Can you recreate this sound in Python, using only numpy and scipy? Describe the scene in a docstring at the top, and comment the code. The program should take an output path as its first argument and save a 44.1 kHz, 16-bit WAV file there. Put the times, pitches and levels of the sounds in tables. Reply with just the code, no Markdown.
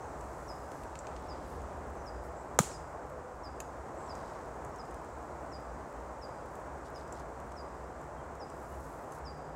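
"""Kindling at a campfire

A distant road murmurs, foliage hisses, and a small bird repeats one falling chirp, with fainter birds
further off. By a faintly ticking fire someone stirs dry leaves, cracks twigs and breaks a stick.
Each fracture excites damped modes of the wood; the trees scatter the cracks and the birdsong."""
import sys
import numpy as np
from scipy import signal
from scipy.fft import rfft, irfft, next_fast_len
from scipy.io import wavfile

SR = 44100
rng = np.random.default_rng(int(sys.argv[2]) if len(sys.argv) > 2 else 0)


def digitize_waveform(pressure):
    """Quantize a signal to 16-bit integers and store it at the path in sys.argv[1].

    Rows of a 2-D input are taken as channels; values are limited to [-1, 1].
    """
    field = np.atleast_2d(pressure).T
    bounded = np.clip(field, -1, 1)
    quanta = np.round(bounded * 32767).astype(np.int16)
    wavfile.write(sys.argv[1], SR, quanta)


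N = 421155
TIME = np.arange(N) / SR

# Levels are relative within each table.
# Envelopes of tyre roar, foliage hiss and one engine note: t/s, level/dB
TYRE_LEVEL = [(0.0, -44.5), (0.42, -45), (2.47, -45), (3.62, -46.5), (4.18, -43.5), (4.39, -44.5),
              (4.92, -45), (9.55, -46)]
FOLIAGE_LEVEL = [(0.0, -66), (0.29, -66), (3.48, -70), (4.01, -67.5), (8.43, -69.5), (8.83, -67.5),
                 (9.55, -71)]
ENGINE_LEVEL = [(0, -66), (6.3, -71), (7.2, -59), (8.7, -63.5), (9.2, -52), (9.55, -52)]
# Spectra of tyres, engines, a heavy vehicle and foliage: f/Hz, level/dB
TYRE_SPECTRUM = [(90, -6.5), (115, -1.5), (146, -1.5), (182, -6.5), (235, -4), (420, -1), (660, 1),
                 (1050, -2.5), (1550, -11), (1900, -17), (2600, -28), (3200, -34.5), (4200, -41),
                 (8000, -62.5)]
RUMBLE_SPECTRUM = [(20, -39), (32, -20), (45, -11), (56, -2), (63, 2), (72, -2.5), (85, -10), (100, -18.5),
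                   (160, -34)]
GROWL_SPECTRUM = [(170, -3.5), (300, -1.5), (450, -3.5)]
FOLIAGE_SPECTRUM = [(2000, -8.5), (3200, -10), (4000, -6), (5000, -4), (5900, -1.5), (6800, 0.5),
                    (7900, 1.5), (8750, -5), (9700, -9), (11000, -15.5), (13000, -16), (16000, -18)]
# Passage of the heavy vehicle: loudest t/s, half-duration/s, rise in rumble/dB
PASSAGE = (1.7, 0.51, 4.1)
# Electronic whine: f/Hz, level/dB
WHINE_TONES = [(10341, -93), (14277, -93)]
# Distant hoot: t/s, duration/s, f/Hz, level/dB
HOOT_NOTES = [(2.88, 0.57, 505, -50.5)]
# Far birds: t/s, duration/s, start f/Hz, end f/Hz, level/dB
FAR_NOTES = [(0, 0.068, 6350, 6500, -63), (.68, .25, 6700, 5500, -71), (1.95, .09, 6150, 5950, -65),
             (2.35, .09, 7200, 8000, -63), (3.66, .04, 6450, 6600, -65), (3.958, 0.14, 7900, 7560, -60),
             (4.702, 0.076, 5750, 5250, -68), (8.17, .05, 3180, 3180, -69), (8.71, 0.043, 2900, 2880, -65)]
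# Near bird: t/s, final f/Hz, duration/s, level/dB
NEAR_CHIRPS = [(0.475, 5000, 0.057, -48), (1.28, 4820, 0.066, -50.5), (2.056, 4900, 0.05, -50.5),
               (2.721, 4930, 0.056, -51.5), (3.431, 4820, 0.062, -49.5), (4.086, 4810, 0.05, -48),
               (4.783, 4950, 0.04, -51), (5.514, 4860, 0.059, -50.5), (6.212, 4820, 0.055, -49.5),
               (6.943, 4930, 0.043, -51.5), (7.56, 4860, 0.059, -51.5), (8.396, 4920, 0.056, -51.5),
               (9.246, 4770, 0.068, -48)]
# Stirs of the leaf litter: t/s, core duration/s, centre f/Hz, level/dB
LEAF_STIRS = [(0, 0.61, 9000, -73), (0.7, .18, 7500, -70), (.9, 0.88, 3000, -72), (1.439, 0.14, 9000, -69),
              (2.23, 0.06, 9500, -70), (3.979, 0.5, 4800, -70), (6.47, .15, 10500, -77),
              (6.85, .04, 5000, -65), (6.962, .07, 4500, -68), (7.13, 0.097, 5000, -67),
              (8.519, 0.56, 10500, -70.5), (9.11, 0.089, 8000, -66.5)]
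# Louder twig cracks: t/s, level/dB, thickness (body over top)/dB, ring (extra tick)/dB
TWIG_CRACKS = [(0.2099, -50, -1, 0), (0.7173, -45, 6, -4), (0.835, -47.5, 11, -1), (0.9547, -43, 17, -4),
               (0.9901, -50.5, 4, 12), (1.0695, -47, 22, 0.5), (1.1638, -50, 21, -2),
               (2.7147, -46.5, 19, 3), (3.0983, -50.5, -5, -5), (3.6027, -31, 5, -3.5),
               (4.1525, -50, 5, 4.5), (4.6483, -50.5, -7, 3), (4.9437, -47, -2, 0), (6.554, -49.5, -4, -1),
               (6.9591, -52, 6, 0), (7.1247, -48, 1, 6.5), (7.1965, -52, -2, 0), (7.4011, -50, -1, -3),
               (7.5188, -51.5, 8, 1), (8.5001, -52.5, 4, 2), (9.1207, -45, 0, -0.5)]
# Modes of a twig (woody body, bright tick, crisp top) and of the stick: f/Hz, level/dB, T60/s
BODY_MODES = [(1500, -3, .007), (2340, 0.5, 0.0057), (2950, -0.5, 0.0052), (3900, -3, 0.0034),
              (5040, 0, 0.0033)]
TICK_MODES = [(5950, -4, 0.0062), (6900, -0.5, 0.0082), (7900, -0.5, 0.0066), (8570, -5.5, 0.0041)]
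TOP_MODES = [(10300, 2.5, 0.004), (12100, -8, .003), (14000, 5, .002)]
STICK_MODES = [(490, -4, 0.0069), (780, 0, 0.0032), (1200, -12.5, 0.015), (1590, -16.5, 0.0095),
               (2340, -26, 0.015), (3100, -24, 0.0041), (3940, -21.5, 0.006), (5780, -11.5, 0.0029),
               (7230, -2.5, 0.0033), (7940, -6, 0.0025), (9600, -19, .0015), (12000, -30, 0.0024),
               (13800, -15, .0015)]
# The two steps in which the stick gives way: t/s, level/dB
FRACTURES = [(2.5894, -0.5), (2.5916, -13)]
# Impact of its broken end on the soil: delay after the first fracture/s, f/Hz, duration/s, level/dB
SOIL_IMPACT = (.0095, 165, .013, -19)
# Spectra of tearing fibres, the long echo and its quickly absorbed top: f/Hz, level/dB
FIBRE_SPECTRUM = [(1500, -7), (2400, 0.5), (3600, -9), (5000, -1), (7000, 3), (8600, 3), (10000, 1),
                  (11500, -11), (16000, -19)]
ECHO_SPECTRUM = [(1200, -4), (2300, -4), (3600, -5), (5000, -2), (6500, 3), (7800, 6), (9300, -2.5),
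                 (11000, -16), (16000, -28)]
ECHO_TOP_SPECTRUM = [(7000, -8), (9500, 5.5), (11500, -3), (13500, -4), (16000, -9)]


def from_db(db):
    """Amplitude ratio: a factor of ten for every 20 dB."""
    return 10 ** (np.asarray(db) / 20)


def rms_one(x):
    """Normalisation to unit rms."""
    return x / np.sqrt(np.mean(x ** 2) + 1e-20)


def envelope(rows):
    """Linear interpolation of a level curve at every sample."""
    return np.interp(TIME, *np.transpose(rows))


def decay(t, t60):
    """Exponential damping: 60 dB in t60 seconds."""
    return np.exp(-np.log(1000) * t / t60)


def tone(hz):
    """A sinusoid whose phase is the integral of its frequency."""
    return np.sin(2 * np.pi * np.cumsum(hz) / SR)


def add(out, s, sound):
    """Superposition of a sound from time s onward."""
    start = max(round(s * SR), 0)
    out[start:start + len(sound)] += sound[:max(len(out) - start, 0)]


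def bandpass(x, low_hz, high_hz):
    """Band limiting with slopes of 6 dB per octave."""
    return signal.sosfilt(signal.butter(1, [low_hz, high_hz], "band", fs=SR, output="sos"), x)


def drift(hz):
    """Random fluctuation: low-passed noise of unit rms."""
    f = np.arange(N // 2 + 1) * SR / N
    return rms_one(irfft(rfft(rng.standard_normal(N)) / (1 + (f / hz) ** 2), N))


def coloured(x, spectrum):
    """Spectral shaping to unit rms, with roll-off beyond the ends of the table."""
    size = next_fast_len(N)
    f = np.maximum(np.fft.rfftfreq(size, 1 / SR), 1)
    hz, db = np.transpose(spectrum)
    gain = from_db(np.interp(np.log(f), np.log(hz), db))
    skirts = np.minimum(f / hz[0], 1) ** 2 * np.minimum(hz[-1] / f, 1) ** 2
    return rms_one(irfft(rfft(x, size) * skirts * gain, size)[:N])


def grains(n, per_s, spread_db):
    """A Poisson process: independent clicks of uneven size."""
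    sizes = from_db(spread_db * np.minimum(rng.exponential(1, n), 5)) * rng.choice([-1, 1], n)
    return sizes * (rng.random(n) < per_s / SR)


def whine(start_s):
    """Two faint pure tones from the electronics set in and hold steady."""
    onset = np.clip((TIME - start_s) / .1, 0, 1)
    return onset * sum(from_db(db) * np.sin(2 * np.pi * hz * TIME) for hz, db in WHINE_TONES)


def road_and_foliage(roar_db, rumble_db, recede_db_per_s, growl_db, hiss_db):
    """Incoherent noises add: tyres and engines dulled by distance, and a fine hiss of foliage."""
    loudest_s, half_s, rise_db = PASSAGE
    passing = np.exp(-((TIME - loudest_s) / half_s) ** 4)
    engines_db = rumble_db - recede_db_per_s * TIME + rise_db * passing
    white = rng.standard_normal((4, N))
    roar = from_db(envelope(TYRE_LEVEL) + roar_db + .57 * drift(25)) * coloured(white[0], TYRE_SPECTRUM)
    rumble = from_db(engines_db + .4 * drift(3.3)) * coloured(white[1], RUMBLE_SPECTRUM)
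    hiss = from_db(envelope(FOLIAGE_LEVEL) + hiss_db) * coloured(white[2], FOLIAGE_SPECTRUM)
    growl = from_db(growl_db) * passing * coloured(white[3], GROWL_SPECTRUM)
    return roar + rumble + growl + hiss


def engine(hz, wander, waver_db):
    """A far engine's low note, randomly modulated in amplitude and frequency, grows towards the end."""
    gain = from_db(envelope(ENGINE_LEVEL) + waver_db * drift(6.5))
    return gain * tone(hz * (1 + wander * drift(5.13)))


def hoot(wander):
    """A soft, distant note whose spectral line is broadened by random frequency modulation."""
    out = np.zeros(N)
    for s, length, hz, db in HOOT_NOTES:
        n = int(length * SR)
        pitch = hz * (1 + wander * drift(22)[:n])
        add(out, s, from_db(db) * signal.windows.tukey(n, .5) * tone(pitch))
    return out


def woods(x, near_db, near_t60, far_db, far_t60, twig_hz):
    """Scattering: ground and near stems answer at once; far branches return mostly treble, for longer."""
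    t = TIME[:SR]
    near, far = rng.standard_normal((2, SR)) * np.minimum(t / 0.0041, 1) ** 2
    near = from_db(near_db) * rms_one(near * decay(t, near_t60))
    far = from_db(far_db) * rms_one(far * decay(t, far_t60))
    response = (near + bandpass(far, twig_hz, 11000)) / np.sqrt(SR)
    return signal.fftconvolve(x, response)[:N]


def far_birds(gain_db, warble_hz, reference_hz):
    """Thin glides with random frequency modulation, deeper for higher notes."""
    out, warble = np.zeros(N), drift(134)
    for s, length, start_hz, end_hz, db in FAR_NOTES:
        n = int(length * SR)
        glide = np.linspace(start_hz, end_hz, n)
        depth_hz = warble_hz * (glide / reference_hz) ** 4
        pitch = glide + depth_hz * warble[int(s * SR):][:n]
        add(out, s, from_db(db + gain_db) * signal.windows.tukey(n, .5) * tone(pitch))
    return out


def near_bird(gain_db, sweep, fall_share, flutter_hz, flutter):
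    """A whistle slides down and levels off; amplitude modulation makes it flutter."""
    out = np.zeros(N)
    for s, hz, length, db in NEAR_CHIRPS:
        t = TIME[:int(length * SR)]
        pitch = hz * (1 + sweep * np.exp(-(t / length / fall_share) ** 2))
        throb = 1 + flutter * np.sin(2 * np.pi * (flutter_hz * t + rng.random()))
        swell = from_db(db + gain_db) * np.sin(np.pi * t / length) ** 0.73
        add(out, s, swell * throb * tone(pitch))
    return out


def fire(per_s, spread_db, level_db):
    """Sparse shot noise: the faint ticks of a small fire."""
    return from_db(level_db) * rms_one(bandpass(grains(N, per_s, spread_db), 6000, 15000))


def leaves(per_s, spread_db, gain_db, width_octaves, air_hz):
    """Dense shot noise under hands and shoes: high for thin leaves, lower when pressed into the soil."""
    out = np.zeros(N)
    for s, length, hz, db in LEAF_STIRS:
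        n = int(1.5 * length * SR)   # the swell fades in and out around its core
        f = np.maximum(np.fft.rfftfreq(n, 1 / SR), 1)
        band = np.exp(-(np.log2(f / hz) / width_octaves / 2) ** 2)
        colour = band / np.sqrt(1 + (f / air_hz) ** 4)
        crinkle = rms_one(irfft(rfft(grains(n, per_s, spread_db)) * colour, n))
        add(out, s - length / 4, from_db(db + gain_db) * crinkle * signal.windows.tukey(n, .85))
    return out


def struck(modes, detune, attack_s):
    """Impulse response of wood: a sum of damped modes, randomly detuned at each blow."""
    t = TIME[:SR // 20]
    rings = np.zeros(len(t))
    for k, (hz, db, t60) in enumerate(modes):
        pitch = hz * (1 + detune * rng.normal())
        rings += (-1) ** k * from_db(db) * decay(t, t60) * np.sin(2 * np.pi * pitch * t)
    return rings * (1 - np.exp(-(t / attack_s) ** 2))


def twig(db, thickness_db, ring_db):
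    """Free vibration of a cracked twig, woodier when thick; a weaker splinter follows."""
    parts = [(TICK_MODES, db + 1.5 + ring_db),
             (BODY_MODES, db - 6 + thickness_db / 2),
             (TOP_MODES, db - 3.5 - thickness_db / 2)]
    click, splinter = [
        sum(from_db(level) * struck(modes, detune=0.066, attack_s=0.00027) for modes, level in parts)
        for _ in range(2)]
    add(click, rng.uniform(0.0015, .004), from_db(-4.5) * splinter)
    return click


def twigs(small_per_s, small_db, spread_db):
    """Brittle fracture of handled twigs: the louder cracks, with small ones at random between them."""
    out = np.zeros(N)
    small_times = TIME[rng.random(N) < small_per_s / SR]
    small = [(s, small_db + spread_db * rng.normal(), -1, 0) for s in small_times]
    for s, db, thickness_db, ring_db in list(TWIG_CRACKS) + small:
        add(out, s, twig(db, thickness_db, ring_db))
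    return out


def snap_echo(spectrum, level_db, t60):
    """Diffuse reverberation: thousands of stems and leaves return the snap as a dying wash."""
    since = np.maximum(TIME - FRACTURES[0][0], 0)
    fade = np.minimum(since / .008, 1) * decay(since, t60)
    return from_db(level_db) * fade * coloured(rng.standard_normal(N), spectrum)


def thump():
    """A heavily damped impact: the broken end meets the soil and stops within a few cycles."""
    out = np.zeros(N)
    lag, hz, length, db = SOIL_IMPACT
    t = TIME[:int(length * SR)]
    push = -np.sin(np.pi * t / length) * np.cos(2 * np.pi * hz * (t - length / 2))
    add(out, FRACTURES[0][0] + lag, from_db(db) * push)
    return out


def fibres(gain_db, t60):
    """Countless tearing fibres sum to a brief noise burst at each fracture."""
    bursts = np.zeros(N)
    for s, db in FRACTURES:
        add(bursts, s, from_db(db + gain_db) * decay(TIME[:SR // 20], t60))
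    return bursts * coloured(rng.standard_normal(N), FIBRE_SPECTRUM)


def stick(gain_db):
    """Impulsive excitation: each step of the fracture sets the dry stick's modes ringing."""
    out = np.zeros(N)
    for s, db in FRACTURES:
        add(out, s, from_db(db + gain_db) * struck(STICK_MODES, detune=0.044, attack_s=.00004))
    return out


def scene():
    """Superposition in one channel: wood and leaves by the fire, birds in the trees, the road beyond."""
    crack = stick(gain_db=1)
    snap = crack + fibres(gain_db=-18.5, t60=0.011) + thump()
    snap += snap_echo(ECHO_SPECTRUM, level_db=-39.5, t60=0.51)
    snap += snap_echo(ECHO_TOP_SPECTRUM, level_db=-43, t60=0.26)
    ticks = twigs(small_per_s=2.2, small_db=-58.5, spread_db=2.5)
    scattered = woods(from_db(-2.5) * crack + ticks,
                      near_db=-9.5, near_t60=0.088, far_db=-14, far_t60=0.43, twig_hz=2000)
    birds = near_bird(gain_db=-3, sweep=.17, fall_share=.31, flutter_hz=115, flutter=0.47)
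    birds += far_birds(gain_db=-3, warble_hz=130, reference_hz=6400)
    birds += woods(birds, near_db=-12, near_t60=.15, far_db=-9, far_t60=.95, twig_hz=1500)
    litter = leaves(per_s=1700, spread_db=3, gain_db=1.5, width_octaves=0.53, air_hz=12500)
    campfire = fire(per_s=45, spread_db=3, level_db=-84)
    distance = engine(hz=148.4, wander=0.0196, waver_db=2) + hoot(wander=.012)
    murmur = road_and_foliage(roar_db=0.5, rumble_db=-50.5, recede_db_per_s=.3, growl_db=-55, hiss_db=1)
    return (murmur + distance + birds + campfire + litter + scattered + ticks + snap)[None]


def record(dry):
    """Band limiting: the electronics add their whine, and a steep low-pass cuts the top."""
    top_cut = signal.ellip(10, .1, 70, 15900, fs=SR, output="sos")
    return signal.sosfilt(top_cut, dry + whine(start_s=2.7))


dry = scene()
out = record(dry)
digitize_waveform(out)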